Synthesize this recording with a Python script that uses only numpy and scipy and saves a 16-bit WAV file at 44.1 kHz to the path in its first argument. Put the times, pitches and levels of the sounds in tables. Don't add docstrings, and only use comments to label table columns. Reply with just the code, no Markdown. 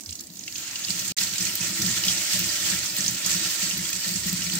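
import sys
import numpy as np
from scipy import signal
from scipy.fft import rfft, irfft
from scipy.io import wavfile

SR = 44100
rng = np.random.default_rng(int(sys.argv[2]) if len(sys.argv) > 2 else 0)


def wav_record(signal):
    frames = np.transpose(np.atleast_2d(signal))
    bounded = np.clip(frames, -1, 1)
    quanta = np.round(bounded * 32767).astype(np.int16)
    wavfile.write(sys.argv[1], SR, quanta)


def amplitude_ratio(level_db):
    exponent = np.asarray(level_db, float) / 20
    return 10 ** exponent


N = 202680
SIDES = np.array([[1], [-1]])

# frequency in Hz, left-right likeness from 0 to 1.
LIKENESS = [(60, 0.78), (130, 0.97), (290, 0.96), (640, 0.44), (1410, 0.45), (3100, 0.18), (6820, 0.031),
            (15000, 0.016)]
# frequency in Hz, left over right in dB.
LEAN = [(60, 7), (92, 0), (140, 0.5), (210, 5.5), (330, 4), (500, 3.5), (770, 6), (1170, 5.5), (1790, 5),
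        (2740, 0), (4190, 1.5), (6410, -14), (9810, 12.5), (15000, -5)]
# frequency in Hz, level in dB per Hz.
RUMBLE = [(15, -50), (25, -30), (60, -17), (130, -10), (200, -6), (330, -7), (420, -21), (700, -19),
          (1600, -34), (2400, -74)]
# start in seconds, pitch in Hz, level in dB, length in seconds.
BUMP = (.062, 80, -40, .08)
# time in seconds, spray in dB, slosh in dB.
FLOW = [(0.0, -46.5, -48), (0.1, -48.5, -21.5), (0.3, -53.5, -17), (0.4, -49, -15), (0.49, -47.5, -14),
        (0.6, -39.5, -10), (0.72, -42, -1.5), (0.84, -40.5, -5), (0.9, -33, -13.5), (1.12, -35, -12),
        (1.5, -33.5, -10.5), (2.0, -31.5, -9.5), (2.6, -30.5, -9), (3.0, -37, -8), (3.5, -31, -8.5),
        (4.0, -36, -11.5), (4.6, -35, -9)]
# frequency in Hz, level in dB per Hz.
SPRAY = [(400, -48), (520, -20.5), (1050, -16), (1330, -13), (2000, -5.5), (3200, -1.5), (3900, -3.5),
         (4500, 2.5), (6000, -1.5), (7400, 2.5), (8600, -5), (10700, -17), (12500, -9.5), (14600, -4),
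         (16000, -10.5)]
# frequency in Hz, width in Hz, level in dB.
MESH = [(4600, 350, -15), (7660, 690, -10)]
# start in seconds, peak in dB, centre in Hz, left over right in dB.
DRIPS = [(0.0074, -25, 7640, -8), (0.035, -36, 6340, -20), (0.0606, -26, 5200, -7), (0.092, -23, 4600, -14),
         (0.107, -24, 7500, -7), (0.12, -30, 2840, 3), (0.126, -16.5, 6250, -7), (0.153, -21, 6530, -8),
         (0.1854, -32, 4900, -4), (0.191, -23, 4860, -5), (0.2, -35.5, 1490, 2), (0.208, -22, 8050, -1),
         (0.237, -29, 6500, -8), (0.269, -27, 7360, -6), (0.301, -30, 4700, -8), (0.3361, -45, 6860, -7),
         (0.358, -34, 6400, -6), (0.37, -24.5, 7300, -8), (0.391, -29, 6140, -8), (0.408, -28, 6560, -8),
         (0.436, -24, 6250, -9), (0.478, -17, 2600, 1), (0.524, -24, 6400, -6), (0.5554, -18.5, 3220, -2),
         (0.559, -23, 5200, -6), (0.58, -20, 6800, -10)]
# start in seconds, peak in dB, centre in Hz.
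SPLATS = [(0.6687, -24, 6650), (0.756, -22, 5200), (0.849, -16, 4770), (0.905, -19, 4640),
          (1.079, -14, 7300), (1.171, -13, 6860), (1.1845, -12, 4170), (1.381, -12.5, 7010),
          (1.407, -11, 6250), (1.4513, -12.5, 7060), (1.606, -14, 6700), (1.8178, -7.5, 5880),
          (2.0362, -17, 4900), (2.4596, -15, 7280), (2.858, -16, 6290), (2.963, -23, 5760),
          (2.984, -13.5, 7850), (3.043, -16, 5380), (3.062, -15, 5020), (3.08, -8, 6230),
          (3.245, -11, 4920), (3.89, -16, 7600), (3.93, -15, 7160), (4.033, -17, 4600),
          (4.1582, -11.5, 7040), (4.264, -22, 6900), (4.295, -16, 7100), (4.52, -18, 4430),
          (4.5528, -13, 8070)]
# start in seconds, peak in dB, pitch in Hz.
POPS = [(0.4078, -36, 2430), (0.478, -25, 2670), (0.556, -38, 3200), (0.7568, -17, 2790),
        (0.8378, -21, 3560), (0.8837, -18, 2830), (1.1748, -20, 1980), (1.1842, -11.5, 3370),
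        (1.211, -17, 2680), (1.406, -21, 2270), (1.4676, -17.5, 2470), (1.776, -22, 1950),
        (2.0357, -11.5, 2900), (2.082, -6.5, 3300), (2.4014, -17, 2900), (2.9897, -19, 1900),
        (3.6054, -19, 2230), (3.71, -13, 3020), (3.8505, -19.5, 3200), (3.9286, -20, 2540),
        (4.0076, -21, 2700), (4.043, -25, 1880), (4.2316, -26, 1850), (4.4187, -16.5, 2920),
        (4.464, -19.5, 2330)]
# start in seconds, peak in dB.
SPITS = [(0.1531, -27), (0.2044, -21), (0.3252, -35), (0.3361, -30), (0.3531, -28), (0.4025, -34),
         (0.4633, -25), (0.5237, -27), (0.5811, -28), (0.7906, -21), (0.9043, -23), (0.9916, -19),
         (1.049, -15), (1.0779, -19), (1.1742, -27), (1.2111, -33), (1.3384, -23), (1.4027, -20),
         (1.534, -23.5), (1.554, -9), (1.8198, -13), (1.8642, -14), (2.0497, -13), (2.3915, -10),
         (2.6529, -18), (2.9657, -11), (3.052, -31), (3.1088, -16), (3.2605, -14), (3.3712, -22),
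         (3.3942, -20), (3.5344, -27), (3.5907, -24), (3.6267, -14), (3.6925, -20), (3.7758, -12),
         (3.9015, -15), (3.929, -16), (4.1096, -14), (4.2657, -14), (4.328, -14), (4.4323, -18),
         (4.5356, -16)]
# peak time in
# seconds, peak in dB, pitch in Hz, left over right in dB.
SNAPS = [(0.037, -31, 6290, -16), (0.0612, -23.5, 5250, -13), (0.0634, -31.0, 6200, -4),
         (0.092, -29.5, 4070, 3), (0.0942, -27.0, 4780, -10), (0.1093, -26, 7710, -7),
         (0.1262, -32, 4900, -7), (0.1283, -30, 6420, -11), (0.155, -31, 5990, -11),
         (0.196, -24, 6460, -15), (0.2088, -27, 7060, -11), (0.239, -33.5, 5000, -8),
         (0.2703, -30, 8140, -9), (0.302, -38, 4650, -11), (0.3375, -35, 6980, -13), (0.3591, -35, 4220, 0),
         (0.3933, -21.5, 6500, -14), (0.3954, -26, 6680, -11), (0.4385, -36, 5940, -14),
         (0.4795, -24.5, 4800, -6), (0.526, -25, 4950, -9), (0.558, -26, 3010, 1),
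         (0.5608, -21.5, 4780, -5), (0.581, -22.5, 7240, -11), (0.757, -21.5, 4950, -9),
         (0.8492, -12, 5000, -22), (0.9061, -10, 4780, -8), (1.1844, -14.0, 4390, -4),
         (1.1872, -14, 4440, -6), (1.3846, -19.0, 7060, -6), (1.454, -15.5, 6760, -11),
         (1.8632, -20, 4870, -6), (2.0387, -15.5, 4820, -9), (2.8606, -21, 7450, -12),
         (2.9856, -16.5, 8010, -10), (3.0078, -13, 6030, -6), (3.0426, -17.0, 5560, -11),
         (3.0644, -12.5, 4870, -10), (3.0808, -9, 6550, -8), (3.3956, -18.5, 4780, -9),
         (3.7007, -15, 6760, -8), (3.9312, -19, 6930, -2), (4.0445, -20, 4610, -10),
         (4.1392, -22, 4910, -9), (4.1619, -24, 6200, -6), (4.2976, -15, 6800, -12),
         (4.5211, -20.5, 4610, -5), (4.5362, -17.5, 4570, -15), (4.554, -18.0, 8480, -12),
         (4.5576, -18.5, 6630, -11),
         (1.5543, -14, 14800, -2),
    (4.3291, -16, 14600, -4),
    (2.9665, -21, 14000, -2),
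    (4.5, -18, 3020, 1),
    (3.1095, -20, 15000, -2),
]
# frequency in Hz, width in Hz, level in dB.
BASIN = [(50.5, 4.9, -23), (81.5, 12, -11), (111.5, 15.3, -6.5), (121.3, 17, -10.5), (175.3, 20, -4.5),
         (185.7, 22.5, -5.5), (260.7, 12.4, -10.5), (329.6, 27, -5), (351, 14, -23), (487, 54, -16),
         (598.4, 48, -7), (822, 44, -17.5), (916, 29, -14.5), (1362, 67, -4), (1486, 20, -13),
         (1847, 98, 1)]
# start in seconds, length in seconds, level in dB.
POURS = [(0.276, 0.15, -52.5), (0.866, 0.3, -47), (1.192, 0.15, -48), (1.388, 0.15, -46.5),
         (1.603, 0.14, -41.5), (1.781, 0.13, -32.5), (1.955, 0.035, -39), (2.027, 0.16, -41.5),
         (2.326, 0.17, -41), (2.602, 0.25, -43), (2.903, 0.043, -43.5), (2.975, 0.16, -39.5),
         (3.23, 0.24, -40.5), (3.614, 0.1, -46.5), (3.754, 0.092, -37.5), (3.892, 0.094, -47.5),
         (4.043, 0.2, -40), (4.24, 0.22, -42), (4.457, .2, -43)]
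# start in seconds, peak in dB.
THUMPS = [(0.295, -36.5), (0.897, -29), (1.036, -35), (1.111, -26), (1.211, -32), (1.404, -28),
          (1.601, -28.5), (1.701, -26.5), (1.798, -30), (1.83, -28), (2.065, -26), (2.342, -27),
          (2.401, -25.5), (2.629, -35), (2.722, -24), (2.996, -34), (3.082, -25.5), (3.265, -35),
          (3.347, -25.5), (3.451, -35), (3.629, -30), (3.732, -27), (3.784, -31), (3.934, -37),
          (4.066, -31.5), (4.156, -22.5), (4.258, -21), (4.327, -18.5), (4.386, -29), (4.462, -30),
          (4.533, -24.5), (4.562, -21.5)]
# start in seconds, peak in dB, centre in Hz.
TICKS = [(0.6036, -28, 7390.0), (0.677, -20, 6500.0), (0.7094, -19, 6200), (0.7947, -21, 7500),
         (0.8136, -27, 4650.0), (0.9926, -12.5, 6300), (1.0456, -21, 6370.0), (1.2117, -15.4, 5000),
         (1.2327, -10.5, 7130.0), (1.27, -14, 4200), (1.311, -19, 4620), (1.424, -10, 7900.0),
         (1.8277, -15.5, 6300), (1.862, -11, 4900), (1.9107, -14, 6100), (2.0488, -11, 5190.0),
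         (2.104, -13.3, 4670.0), (2.1711, -16.0, 5360), (2.204, -25, 6400), (2.2624, -19, 4630.0),
         (2.3367, -13, 7400), (2.3916, -13, 6720.0), (2.442, -12.5, 6910.0), (2.4903, -13, 4760),
         (2.498, -13, 4700), (2.6151, -27, 4670), (2.6995, -8, 7300), (2.787, -12, 7100),
         (3.006, -17, 6200), (3.1458, -19, 6570.0), (3.261, -8, 6700), (3.314, -9, 7100),
         (3.3594, -19, 6500.0), (3.368, -32, 5200), (3.3943, -14, 7500), (3.6991, -20, 6740),
         (3.7395, -20, 7750.0), (3.952, -17, 5900), (3.962, -14.5, 7550), (4.043, -15.5, 4590.0),
         (4.077, -15, 7700), (4.1092, -29, 5790.0), (4.1194, -19.1, 6850), (4.2334, -22, 4550),
         (4.329, -19.5, 7580.0), (4.3401, -20.2, 8100), (4.4202, -17, 5800), (4.4399, -18, 5850),
         (4.4677, -23, 6740.0), (4.5342, -21, 4520.0)]
# start in seconds, peak in dB, pitch in Hz.
PLOPS = [(0.6186, -37, 3230.0), (0.802, -30, 1990), (0.868, -26, 3230.0), (0.9029, -29.4, 3230.0),
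         (1.0192, -25, 3070), (1.048, -30.3, 3200), (1.357, -24, 2560.0), (1.3804, -24, 2990.0),
         (1.4826, -26.9, 2130.0), (1.5684, -31, 3120.0), (1.8833, -25, 1840), (1.941, -23, 2770),
         (2.047, -21.0, 2320), (2.1102, -23.5, 2520.0), (2.152, -27, 2750), (2.265, -24, 2690.0),
         (2.3576, -24, 2740), (2.392, -28, 2630), (2.4439, -23, 3040), (2.5572, -24.2, 1850),
         (2.6654, -34, 3100), (2.734, -19.5, 1760), (2.9624, -25, 2680), (3.313, -31, 2920),
         (3.4507, -31, 3040.0), (3.6552, -25.6, 3120.0), (3.79, -25, 1970), (3.8983, -27, 1820),
         (3.953, -31, 3230), (4.0583, -30, 3270.0), (4.2834, -26, 2000.0), (4.4728, -28.5, 2300.0),
         (4.5287, -31, 2990.0), (4.5745, -27.3, 2480.0)]
# start in seconds, surge in dB, length in seconds.
JERKS = [(1.187, 7, 0.1), (1.4, 3, 0.14), (1.603, 4.5, 0.12), (1.672, -1, 0.08), (1.802, 2, 0.074),
         (1.947, 3, 0.071), (2.043, 4, 0.18), (2.279, 4.5, 0.097), (2.457, 2.5, 0.077), (2.6, 2.5, 0.084),
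         (2.628, 3.5, 0.33), (2.93, 4.5, 0.24), (3.241, 6, 0.16), (3.395, 2.5, 0.096), (3.58, 2, 0.16),
         (3.66, 1.5, 0.16), (3.84, 1, 0.33), (4.027, 5, 0.17), (4.252, 3, 0.11), (4.318, 2, 0.26),
         (4.54, 3.5, 0.23)]
# start in seconds, end in seconds.
DROPOUT = (1.1217, 1.1662)


def rms_one(x):
    return x / np.sqrt(np.mean(x ** 2) + 1e-20)


def at_hz(points, hz):
    table_hz, value = np.transpose(points)
    return np.interp(np.log(hz), np.log(table_hz), value)


def lean(db):
    return amplitude_ratio(db / 2 * SIDES)


def drift(rate_hz):
    r = np.exp(-80 * np.pi * rate_hz / SR)
    noise = rng.standard_normal(N // 40 + 2002)
    slow = signal.lfilter([1], [1, -2 * r, r * r], noise)[2000:]
    return np.interp(np.arange(N) / 40, np.arange(len(slow)), rms_one(slow))


def resonance(x, hz, width):
    r = np.exp(-np.pi * width / SR)
    zeros = np.array([1, 0, -1]) * (1 - r * r) / 2
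    poles = [1, -2 * r * np.cos(2 * np.pi * hz / SR), r * r]
    return signal.lfilter(zeros, poles, x + 1e-18)


def resonance_pair(x, hz, width, second_width):
    return resonance(resonance(x, hz, width), hz, second_width)


def stereo(mid, side, hz):
    alike = np.clip(at_hz(LIKENESS, hz), 0, .99)
    both = np.sqrt(1 + alike) * mid + np.sqrt(1 - alike) * side * SIDES
    return both * lean(at_hz(LEAN, hz))


def rumble():
    hz = np.maximum(np.arange(N // 2 + 1) * SR / N, 15)
    mid, side = rfft(rng.standard_normal((2, N))) * amplitude_ratio(at_hz(RUMBLE, hz))
    s, bump_hz, bump_db, length = BUMP
    t = np.maximum(np.arange(N) / SR - s, 0)
    swell = np.sin(np.pi * np.minimum(t / length, 1))
    thud = np.sin(2 * np.pi * bump_hz * (t - .01 * np.exp(-t / .015)))
    return amplitude_ratio(-53) * rms_one(irfft(stereo(mid, side, hz), N)) + amplitude_ratio(bump_db) * swell * thud


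def bursts(times, power, decay_s):
    marks = np.full(N, 1e-12)
    np.add.at(marks, np.clip((times * SR).astype(int), 0, N - 1), power)
    fall = np.exp(-1 / (decay_s * SR))
    rise = np.exp(-1 / (0.0007 * SR))
    dying = signal.lfilter([1], [1, -fall], marks)
    return signal.lfilter([1 - rise], [1, -rise], dying)


def spray(spray_db, slosh_db, mist_db):
    drops_per_s, full_db, smooth = 420, -38, 0.87
    draw = rng.random((3000, 4))
    times = np.cumsum(-np.log(1 - draw[:, 0]) / drops_per_s)
    pitch = 1400 * 12 ** draw[:, 1]
    size_db = np.minimum(-3.5 * np.log(1 - draw[:, 2]), 11)
    power = amplitude_ratio(size_db) ** 2 * (times < N / SR)
    spread = 0.2 + 0.4 * draw[:, 3]
    edges = np.geomspace(400, 16400, 22)
    white = rng.standard_normal((2, 2, N))
    gusts = drift(16.5)
    steady = np.clip(smooth * amplitude_ratio(full_db - spray_db), smooth, .85)
    out = 0
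    for k, (low, high) in enumerate(zip(edges, edges[1:])):
        hz = np.sqrt(low * high)
        band = signal.butter(2, [low, high], "band", fs=SR, output="sos")
        mid, side = signal.sosfilt(band, white[k % 2])
        nearness = np.exp(-(np.log2(hz / pitch) / spread) ** 2)
        drops = bursts(times, power * nearness, 0.014)
        envelope = np.sqrt(steady + (1 - steady) * drops / drops.mean())
        wet_db = np.clip(np.log2(6200 / hz) * 0.51, 0, 1) * 0.9 * (slosh_db + 11.5)
        fine_db = np.clip(np.log2(hz / 8500) * 3, 0, 1) * 0.38 * (mist_db + 10.0)
        gain = amplitude_ratio(at_hz(SPRAY, hz) + wet_db + fine_db + 0.97 * gusts + 1.24 * drift(14.5))
        out = out + gain * envelope * stereo(mid, side, hz)
    return amplitude_ratio(spray_db + 4.5) * rms_one(out)


def bubbles(spray_db):
    per_s = 260
    born = (rng.random(N) < per_s / SR) * rng.standard_normal(N)
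    dealt = rng.integers(0, 24, N)
    out = 0
    for k, hz in enumerate(np.geomspace(700, 4500, 24)):
        ring = resonance_pair(born * (dealt == k), hz, 0.0076 * hz, 0.45 * hz)
        out = out + amplitude_ratio(at_hz(SPRAY, hz)) * ring * lean(at_hz(LEAN, hz)) / np.sqrt(hz)
    return amplitude_ratio(spray_db - 11.5) * rms_one(out)


def jet_ridge(spray_db):
    ridge_hz, width_hz, ridge_db = 6650, 740, -5
    start_s, end_s, fade_db_per_s = 0.37, .75, 22
    follows = 0.71
    t = np.arange(N) / SR
    hiss = resonance_pair(rng.standard_normal((2, N)), ridge_hz, width_hz, 2 * width_hz) * lean(-7)
    before_db = -180 * np.maximum(start_s - t, 0)
    after_db = -fade_db_per_s * np.maximum(t - end_s, 0)
    young = amplitude_ratio(before_db + after_db + 3.8 * drift(26))
    return amplitude_ratio(follows * (spray_db + 40) - 35.5 + ridge_db) * young * rms_one(hiss)


def rattle(spray_db):
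    per_s, soaked_s, grows_db_per_s = 900, 4.1, 3.5
    born = rng.random((2, N)) < per_s * amplitude_ratio(4.0 * drift(25)) / SR
    strength = amplitude_ratio(1.7 * np.minimum(rng.exponential(1, (2, N)), 4))
    ticks = born * rng.standard_normal((2, N)) * strength
    dealt = rng.integers(0, 10, (2, N))
    seeds = 0
    for k, hz in enumerate(np.geomspace(2200, 8000, 10)):
        ring = resonance_pair(ticks * (dealt == k), hz, 0.21 * hz, 0.41 * hz)
        seeds = seeds + ring * amplitude_ratio(at_hz(SPRAY, hz)) * lean(at_hz(LEAN, hz)) / np.sqrt(hz)
    mesh = 0
    for hz, width, db in MESH:
        mesh = mesh + amplitude_ratio(db) * rms_one(resonance_pair(ticks, hz, width, 2 * width))
    dry_db = grows_db_per_s * np.maximum(soaked_s - np.arange(N) / SR, 0)
    return mesh * lean(-8) * amplitude_ratio(spray_db + 2.0 - dry_db) + amplitude_ratio(spray_db - 6.0) * rms_one(seeds)


def splat(s, peak_db, hz, lean_db, width, decay_s, crack_db=-6, alike=0.11, rise=0.18, pure=0.2):
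    t = np.arange(1600) / SR
    noise = rng.standard_normal((2, 2, 1600))
    noise = noise + alike * noise[:, :1]
    turn = rng.uniform(0, 2 * np.pi, (2, 1)) * (hz > 3600)
    onset = 1 - np.exp(-t / 0.00069)
    burst = noise[0] * (np.exp(-t / decay_s) + 0.18 * np.exp(-t / 0.023)) * onset
    rung = resonance_pair(burst, hz, width * hz, 3.7 * width * hz)
    climbing_hz = hz * (1 - 0.42 * rise + rise * np.minimum(t / 0.0073, 1))
    note = np.sin(2 * np.pi * np.cumsum(climbing_hz) / SR + turn) * np.exp(-t / decay_s) * onset
    crack = resonance(resonance(noise[1] * np.exp(-t / 0.007), 5000, 3500), 4500, 5100)
    sound = 0.49 * rung / np.abs(rung).max() + pure * note
    sound = sound + amplitude_ratio(crack_db) * crack / np.abs(crack).max()
    return round(s * SR), amplitude_ratio(peak_db) * lean(lean_db) * sound


def lay_out(hits):
    out = np.zeros((2, N + 1600))
    for at, sound in hits:
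        out[:, at:at + 1600] += sound
    return out[:, :N]


def single_drops():
    hits = []
    for s, db, hz, lean_db in DRIPS:
        hits.append(splat(s, db - 0.5, hz, lean_db, 0.29, 0.0034, crack_db=-7.5, alike=0.25, rise=0.55, pure=0.33))
    for s, db, hz in SPLATS:
        hits.append(splat(s, db - 1.5, hz, -7.5, 0.15, 0.007))
    for s, db, hz in POPS:
        hits.append(splat(s, db - 1.5, hz, 1.5, .09, .003, crack_db=-3, alike=2.5))
    for s, db in SPITS:
        hits.append(splat(s, db + 0.37, 14360, -4.0, 0.16, 0.0018, crack_db=-10))
    return lay_out(hits)


def snaps():
    rise_s, fall_s, climb = 0.00083, 0.00062, 0.12
    out = np.zeros((2, N + 400))
    t = (np.arange(400) - 100) / SR
    shape = np.exp(-np.where(t < 0, (t / rise_s) ** 2, (np.abs(t) / fall_s) ** 0.88))
    for s, db, hz, lean_db in SNAPS:
        turn = rng.uniform(0, 2 * np.pi, (2, 1))
        share = lean(lean_db)
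        share = share / np.sqrt(np.mean(share ** 2))
        note = np.cos(2 * np.pi * hz * t * (1 + climb * t / 0.0017) + turn)
        at = round(s * SR) - 100
        out[:, at:at + 400] += amplitude_ratio(db - 0.9) * share * shape * note
    return out[:, :N]


def drumming():
    rise_s, fall_db_per_s, trickle_db = 0.015, 390, -60
    t = np.arange(N) / SR
    sheets = []
    for s, length, db in POURS:
        arriving_db = np.maximum(s + rise_s - t, 0) / rise_s * (db - trickle_db)
        draining_db = fall_db_per_s * np.maximum(t - s - length, 0)
        sheets.append(np.maximum(trickle_db, db - arriving_db - draining_db))
    return np.max(sheets, axis=0)


def basin(drum_db, flow_db, spray_db):
    gobs_per_s = 70
    blows = (rng.random(N) < gobs_per_s / SR) * rng.standard_normal(N)
    heavy = np.zeros(N)
    heavy[[round(s * SR) for s, db in THUMPS]] = amplitude_ratio(np.array(THUMPS)[:, 1])
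    soften = signal.butter(2, 260, fs=SR, output="sos")
    heavy = 1.01 * signal.sosfilt(soften, heavy + 1e-18)
    out = 0
    for hz, width, db in BASIN:
        floor_mode = 150 < hz < 230
        mid, side = rng.standard_normal((2, N))
        force = np.array([rms_one(blows) * 0.5 + 1.1 * mid, side])
        ring = resonance_pair(force, hz, width, 2.46 * width)
        level_db = spray_db - 18.0
        if hz < 400:
            follow = .9 if floor_mode else .62 if hz < 150 else .35
            level_db = follow * drum_db + (1 - follow) * (flow_db - 13.5)
        out = out + amplitude_ratio(db + level_db - 3.5) * stereo(*(ring / ring.std()), hz)
        if hz < 400:
            struck = resonance_pair(heavy, hz, 0.57 * width, 5.4 * width)
            struck = struck * SR / (np.pi * 1.8 * width)
            out = out + amplitude_ratio(db + (-1.5 if floor_mode else -14)) * stereo(struck, 0 * struck, hz)
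    return out


def small_drops():
    hits = []
    for s, db, hz in TICKS:
        hits.append(splat(s, db - 0.5, hz, -5.5, 0.15, 0.0042, crack_db=-8.0))
    for s, db, hz in PLOPS:
        hits.append(splat(s, db + 3.0, hz, 2.5, 0.14, 0.0017, crack_db=-4, alike=1.3))
    return lay_out(hits)


def surges():
    rise_s, hold_share = 0.031, 0.41
    t = np.arange(N) / SR
    jerks = []
    for s, db, length in JERKS:
        rise = (t - s) / rise_s
        sag = (s + length - t) / ((1 - hold_share) * length)
        jerks.append(db * np.clip(np.minimum(rise, sag), 0, 1))
    return np.max(jerks, axis=0)


def scene():
    s, *columns = np.transpose(FLOW)
    flow_db, slosh_db = [np.interp(np.arange(N) / SR, s, column) for column in columns]
    surge_db = surges()
    aerator_hiss_db = -81
    spray_db = 10 * np.log10(amplitude_ratio(flow_db + surge_db) ** 2 + amplitude_ratio(aerator_hiss_db) ** 2)
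    mist_db = -8.5 - 0.62 * (spray_db - spray_db.mean())
    water = spray(spray_db, slosh_db - 0.49 * surge_db, mist_db)
    water = water + bubbles(spray_db) + rattle(spray_db) + jet_ridge(spray_db)
    drops = single_drops() + small_drops() + snaps()
    steel = basin(drumming(), 1.1 * (flow_db + 32.5) - 34.0, spray_db + 0.31 * (slosh_db + 11.5))
    return water + drops + steel + rumble()


def low_pass(x):
    return signal.sosfilt(signal.butter(12, 16970, fs=SR, output="sos"), x)


def record(dry):
    cut, back = DROPOUT
    gate_s = [cut, cut + .0004, cut + .004, cut + .024, cut + .031, back - .0004, back + .0006, back + .01]
    gate_db = np.interp(np.arange(N) / SR, gate_s, [0, -28, -40, -48, -110, -110, -5, 0])
    x = signal.sosfilt(signal.cheby2(18, 60, 16150, fs=SR, output="sos"), dry)
    x[1] = np.roll(x[1], 3)
    return low_pass(x * amplitude_ratio(gate_db))


dry = scene()
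out = record(dry)
wav_record(out)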